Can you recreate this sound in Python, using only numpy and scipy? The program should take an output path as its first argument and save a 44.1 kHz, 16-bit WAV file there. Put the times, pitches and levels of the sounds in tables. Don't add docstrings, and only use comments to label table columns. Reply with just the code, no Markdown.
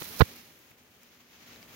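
import sys
import numpy as np
from scipy import signal
from scipy.fft import rfft, irfft
from scipy.io import wavfile
from scipy.ndimage import uniform_filter1d

SR = 44100
rng = np.random.default_rng(int(sys.argv[2]) if len(sys.argv) > 2 else 0)


def digitize_waveform(pressure):
    field = np.atleast_2d(pressure).T
    bounded = np.clip(field, -1, 1)
    quanta = np.round(bounded * 32767).astype(np.int16)
    wavfile.write(sys.argv[1], SR, quanta)


N = 77175
T = np.arange(N) / SR

# time_s, level_db
HISS_ENVELOPE = [(0, -49), (.17, -46.5), (.28, -51), (.45, -56), (.7, -59.5), (.98, -61), (1.09, -59),
                 (1.26, -61), (1.4, -59), (1.53, -55), (1.6, -54.5), (1.75, -52.5)]
# freq_hz, density_db
HISS_SPECTRUM = [(200, -4), (600, 0), (1200, 0.5), (2300, 1.5), (3200, -1), (4400, -9.5), (6800, -1.5),
                 (8300, -11), (10000, -8.5), (12500, -2.5), (15500, 0)]
# time_s, level_db
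SIZZLE_ENVELOPE = [(0, -51.5), (.35, -55), (.6, -66.5), (.98, -67.5), (1.08, -62), (1.25, -64),
                   (1.4, -59.5), (1.53, -54.5), (1.6, -61.5), (1.75, -58.5)]
# freq_hz, density_db
SIZZLE_SPECTRUM = [(500, -22), (1300, -4), (2100, 1), (3000, -2.5), (4300, -2), (5500, -4), (6700, -2.5),
                   (8300, -30.5), (15500, -19.5)]
# freq_hz, gain_db
RIGHT_EQ = [(300, -2.5), (1500, -2), (2700, 1.5), (4200, -0.5), (5500, -1), (7000, -6.5), (9000, 1),
            (12000, -5.5), (15000, -3.5)]

# time_s, level_db
MURMUR_ENVELOPE = [(0, -53.5), (.13, -52.5), (.29, -55.5), (.42, -61.5), (.7, -65), (1, -65), (1.28, -66),
                   (1.5, -58), (1.65, -58), (1.75, -57.5)]
# freq_hz, density_db
MURMUR_SPECTRUM = [(15, -57), (45, -12.5), (80, -1), (160, -0.5), (250, 0), (370, -2.5), (520, -4.5),
                   (750, -9.5), (1500, -13), (4000, -30.5)]

# time_s, level_db
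RUB_ENVELOPE = [(0, -37), (.04, -38), (.08, -38.5), (.15, -41.5), (.186, -38), (.2, -35), (.24, -46.5),
                (.35, -51.5), (.5, -56.5), (.75, -73), (1.1, -70), (1.75, -74)]
# freq_hz, density_db
RUB_SPECTRUM = [(100, -21), (1000, -14), (2900, -16.5), (4100, 1), (4800, -4), (5600, -2.5), (7600, -13.5),
                (10500, -3), (13000, -2.5), (15000, -1)]
# start_s, hold_s, level_db
DRAG_EVENTS = [(0.016, 0.007, -39), (0.1975, 0.0098, -30.5), (0.208, 0.011, -9.5)]
# freq_hz, density_db
DRAG_SPECTRUM = [(40, 0.5), (160, -4), (300, -10), (390, -9.5), (480, -4.5), (780, -1.5), (1100, -7),
                 (1450, -6.5), (2000, -19.5), (3000, -22.5), (4200, -21), (6500, -43.5), (9000, -50),
                 (15000, -45)]
# freq_hz, width_hz, lift_db
PORT_MODES = [(447, 31, 8), (580, 54, 7.5), (1903, 64, 11), (2340, 110, 8.5)]
# start_s, level_db, decay_s
KNOCK_EVENTS = [(0.0204, -30.5, 0.0033), (0.712, -52.5, 0.007)]
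# freq_hz, density_db
KNOCK_SPECTRUM = [(40, -17), (120, 3.5), (300, 2.5), (600, 0.5), (900, -4.5), (1500, -10.5), (2400, -1.5),
                  (4000, -12), (7000, -17), (9000, -26)]
# start_s, level_db
TICK_EVENTS = [(0.0314, -21), (0.044, -24), (.175, -27.5), (0.1942, -15), (0.1996, -15)]
# freq_hz, density_db
TICK_SPECTRUM = [(2500, -14), (5000, -5.5), (7600, -12), (11000, -4.5), (15000, -0.5)]
# start_s, gain_db
JOLT_EVENTS = [(.2054, 4), (0.219, 8)]
# start_s, level_db
SLIP_EVENTS = [(.2082, -5), (.217, -4.5)]
# freq_hz, gain_db, decay_s
SLIP_RING = [(510, 0, .0023), (799, -7.5, .0018)]

# start_s, level_db, crack_decay_s, crack_share, pitch_hz
SPIT_EVENTS = [(0.362, -43, 0.0025, 0.8, 2740), (.591, -50, 0.0014, 1, 2520), (.709, -50, .002, .6, 2520),
               (1.0165, -51.5, .0008, 0.7, 2600), (1.0327, -42.5, 0.00099, 0.83, 2330),
               (1.092, -48, .002, 0, 2660), (1.147, -51, 0.0009, 0.6, 2600),
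               (1.5436, -45, .0007, 0.1, 2960), (1.5606, -39, 0.0012, 0.01, 1770),
               (1.6283, -37, 0.00039, 0.07, 2230)]
# freq_hz, density_db
CRACK_SPECTRUM = [(300, 1), (2000, -21.5), (6000, -3), (8300, 1), (12000, 7), (16000, 10)]
# pitch_ratio, gain_db, decay_s
POP_MODES = [(1, -4.5, .0012), (1.42, -4, .0005), (2.17, 2.5, .0005)]


def amp(db):
    return 10 ** (np.asarray(db) / 20)


def unit(x):
    return x / np.sqrt(np.mean(x ** 2))


def curve(points):
    return amp(np.interp(T, *np.array(points).T))


def colour(x, points):
    hz, db = np.array(points).T
    bins_hz = np.maximum(np.fft.rfftfreq(N, 1 / SR), 1)
    return irfft(rfft(x) * amp(np.interp(np.log(bins_hz), np.log(hz), db)), N)


def noise(spectrum, channels=1):
    return unit(colour(rng.standard_normal((channels, N)), spectrum))


def walk(rate_hz):
    step = max(int(SR / rate_hz), 1)
    return unit(uniform_filter1d(rng.standard_normal(N)[np.arange(N) // step], step))


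def grains(per_s, spread_db):
    size = amp(spread_db * np.minimum(rng.exponential(size=N), 5))
    return (rng.random(N) < per_s / SR) * size * rng.choice([-1, 1], N)


def burst(x, start_s, attack_s, decay_s, hold_s=0):
    env = np.exp(np.minimum(T - start_s, 0) / attack_s - np.maximum(T - start_s - hold_s, 0) / decay_s)
    return x * env * np.sqrt(np.mean(env ** 2) / np.mean((x * env) ** 2))


def ring(age_s, modes):
    return sum(amp(db) * np.sin(2 * np.pi * hz * age_s) * np.exp(-age_s / decay_s)
               for hz, db, decay_s in modes)


def at_right_port(x, left_db=-56.5):
    return x * np.array([[amp(left_db)], [1]])


def sparklers(fizz_db=-9, flicker_db=1.25):
    sparks = np.array([grains(per_s=2200, spread_db=2.5) for _ in range(2)])
    hiss = unit(noise(HISS_SPECTRUM, channels=2) + amp(fizz_db) * unit(colour(sparks, HISS_SPECTRUM)))
    sizzle = unit(noise(SIZZLE_SPECTRUM, channels=2) + unit(colour(sparks, SIZZLE_SPECTRUM)))
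    burn = hiss * curve(HISS_ENVELOPE) + sizzle * curve(SIZZLE_ENVELOPE)
    left, right = burn * amp(flicker_db * walk(rate_hz=45.1))
    return np.array([left, colour(right, RIGHT_EQ)])


def sputter(gain_db=-19.5):
    cracks = unit(colour(grains(per_s=190, spread_db=3.5), CRACK_SPECTRUM))
    return cracks * amp(gain_db) * curve(HISS_ENVELOPE)


def outdoors(side_db=-13.5, hum_hz=238.6, hum_db=-8.5, waver_ratio=0.014, waver_db=3.2):
    mid = noise(MURMUR_SPECTRUM)
    side = amp(side_db) * noise(MURMUR_SPECTRUM) * np.array([[1], [-1]])
    pitch_hz = hum_hz * (1 + waver_ratio * walk(rate_hz=25.08))
    hum = unit(np.sin(2 * np.pi * np.cumsum(pitch_hz) / SR) * amp(waver_db * walk(rate_hz=8.9)))
    return (mid + side + amp(hum_db) * hum) * curve(MURMUR_ENVELOPE)


def rubbing(flicker_db=1.2):
    friction = unit(colour(grains(per_s=6000, spread_db=3), RUB_SPECTRUM))
    slide = friction * curve(RUB_ENVELOPE) * amp(flicker_db * walk(rate_hz=120))
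    return at_right_port(slide, left_db=-46.5)


def drags():
    bins_hz = np.fft.rfftfreq(N, 1 / SR)
    port = 1 + sum((amp(db) - 1) / (1 + 2j * (bins_hz - hz) / width_hz)
                   for hz, width_hz, db in PORT_MODES)
    scrape = irfft(rfft(noise(DRAG_SPECTRUM)) * port, N)
    return at_right_port(sum(amp(db) * burst(scrape, start_s, hold_s=hold_s, attack_s=0.0013,
                                             decay_s=0.0016) for start_s, hold_s, db in DRAG_EVENTS))


def knocks(uncorrelated_db=6.5):
    case = noise(KNOCK_SPECTRUM) + amp(uncorrelated_db) * noise(KNOCK_SPECTRUM, channels=2)
    return sum(amp(db) * burst(case, start_s, attack_s=0.00038, decay_s=decay_s)
               for start_s, db, decay_s in KNOCK_EVENTS)


def ticks():
    skin = noise(TICK_SPECTRUM)
    catches = sum(amp(db) * burst(skin, start_s, attack_s=0.0001, decay_s=0.00025)
                  for start_s, db in TICK_EVENTS)
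    return at_right_port(catches, left_db=-39.5)


def jolts(pitch_hz=84, rise_s=0.0039, decay_s=0.004):
    omega = 2 * np.pi * pitch_hz
    pressure = 0
    for start_s, db in JOLT_EVENTS:
        age_s = np.maximum(T - start_s, 0)
        env = (1 - np.exp(-(age_s / rise_s) ** 2)) * np.exp(-age_s / decay_s)
        swing = env * np.sin(omega * age_s)
        pressure -= amp(db) * np.gradient(swing) * SR / omega
    return at_right_port(pressure)


def slips():
    snaps = sum(amp(db) * ring(np.maximum(T - start_s, 0), SLIP_RING) for start_s, db in SLIP_EVENTS)
    return at_right_port(snaps)


def spits(pop_rise_s=0.00012):
    bright = noise(CRACK_SPECTRUM, channels=2)
    out = 0
    for start_s, db, crack_decay_s, crack_share, pitch_hz in SPIT_EVENTS:
        age_s = np.maximum(T - start_s, 0)
        crack = burst(bright, start_s, attack_s=0.00014, decay_s=crack_decay_s)
        modes = [(pitch_hz * ratio, gain_db, decay_s) for ratio, gain_db, decay_s in POP_MODES]
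        pop = ring(age_s, modes) * (1 - np.exp(-age_s / pop_rise_s))
        out += amp(db) * (np.sqrt(crack_share) * crack + np.sqrt(1 - crack_share) * pop)
    return out


def scene():
    handling = rubbing() + drags() + knocks() + ticks() + jolts() + slips()
    return sparklers() + sputter() + outdoors() + handling + spits()


def record(dry):
    ceiling_db, attack_db_per_s, release_db_per_s, cutoff_hz = -1, 1497.5, 897, 15850
    over_db = np.maximum(20 * np.log10(np.abs(dry).max(axis=0) + 1e-9) - ceiling_db, 0)
    release_db = np.maximum.accumulate(over_db + release_db_per_s * T) - release_db_per_s * T
    attack_db = np.maximum.accumulate((over_db - attack_db_per_s * T)[::-1])[::-1] + attack_db_per_s * T
    duck_db = uniform_filter1d(np.maximum(release_db, attack_db), size=64)
    lowpass = signal.ellip(12, 0.2, 80, cutoff_hz, fs=SR, output="sos")
    return signal.sosfilt(lowpass, dry * amp(-duck_db))


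dry = scene()
out = record(dry)
digitize_waveform(out)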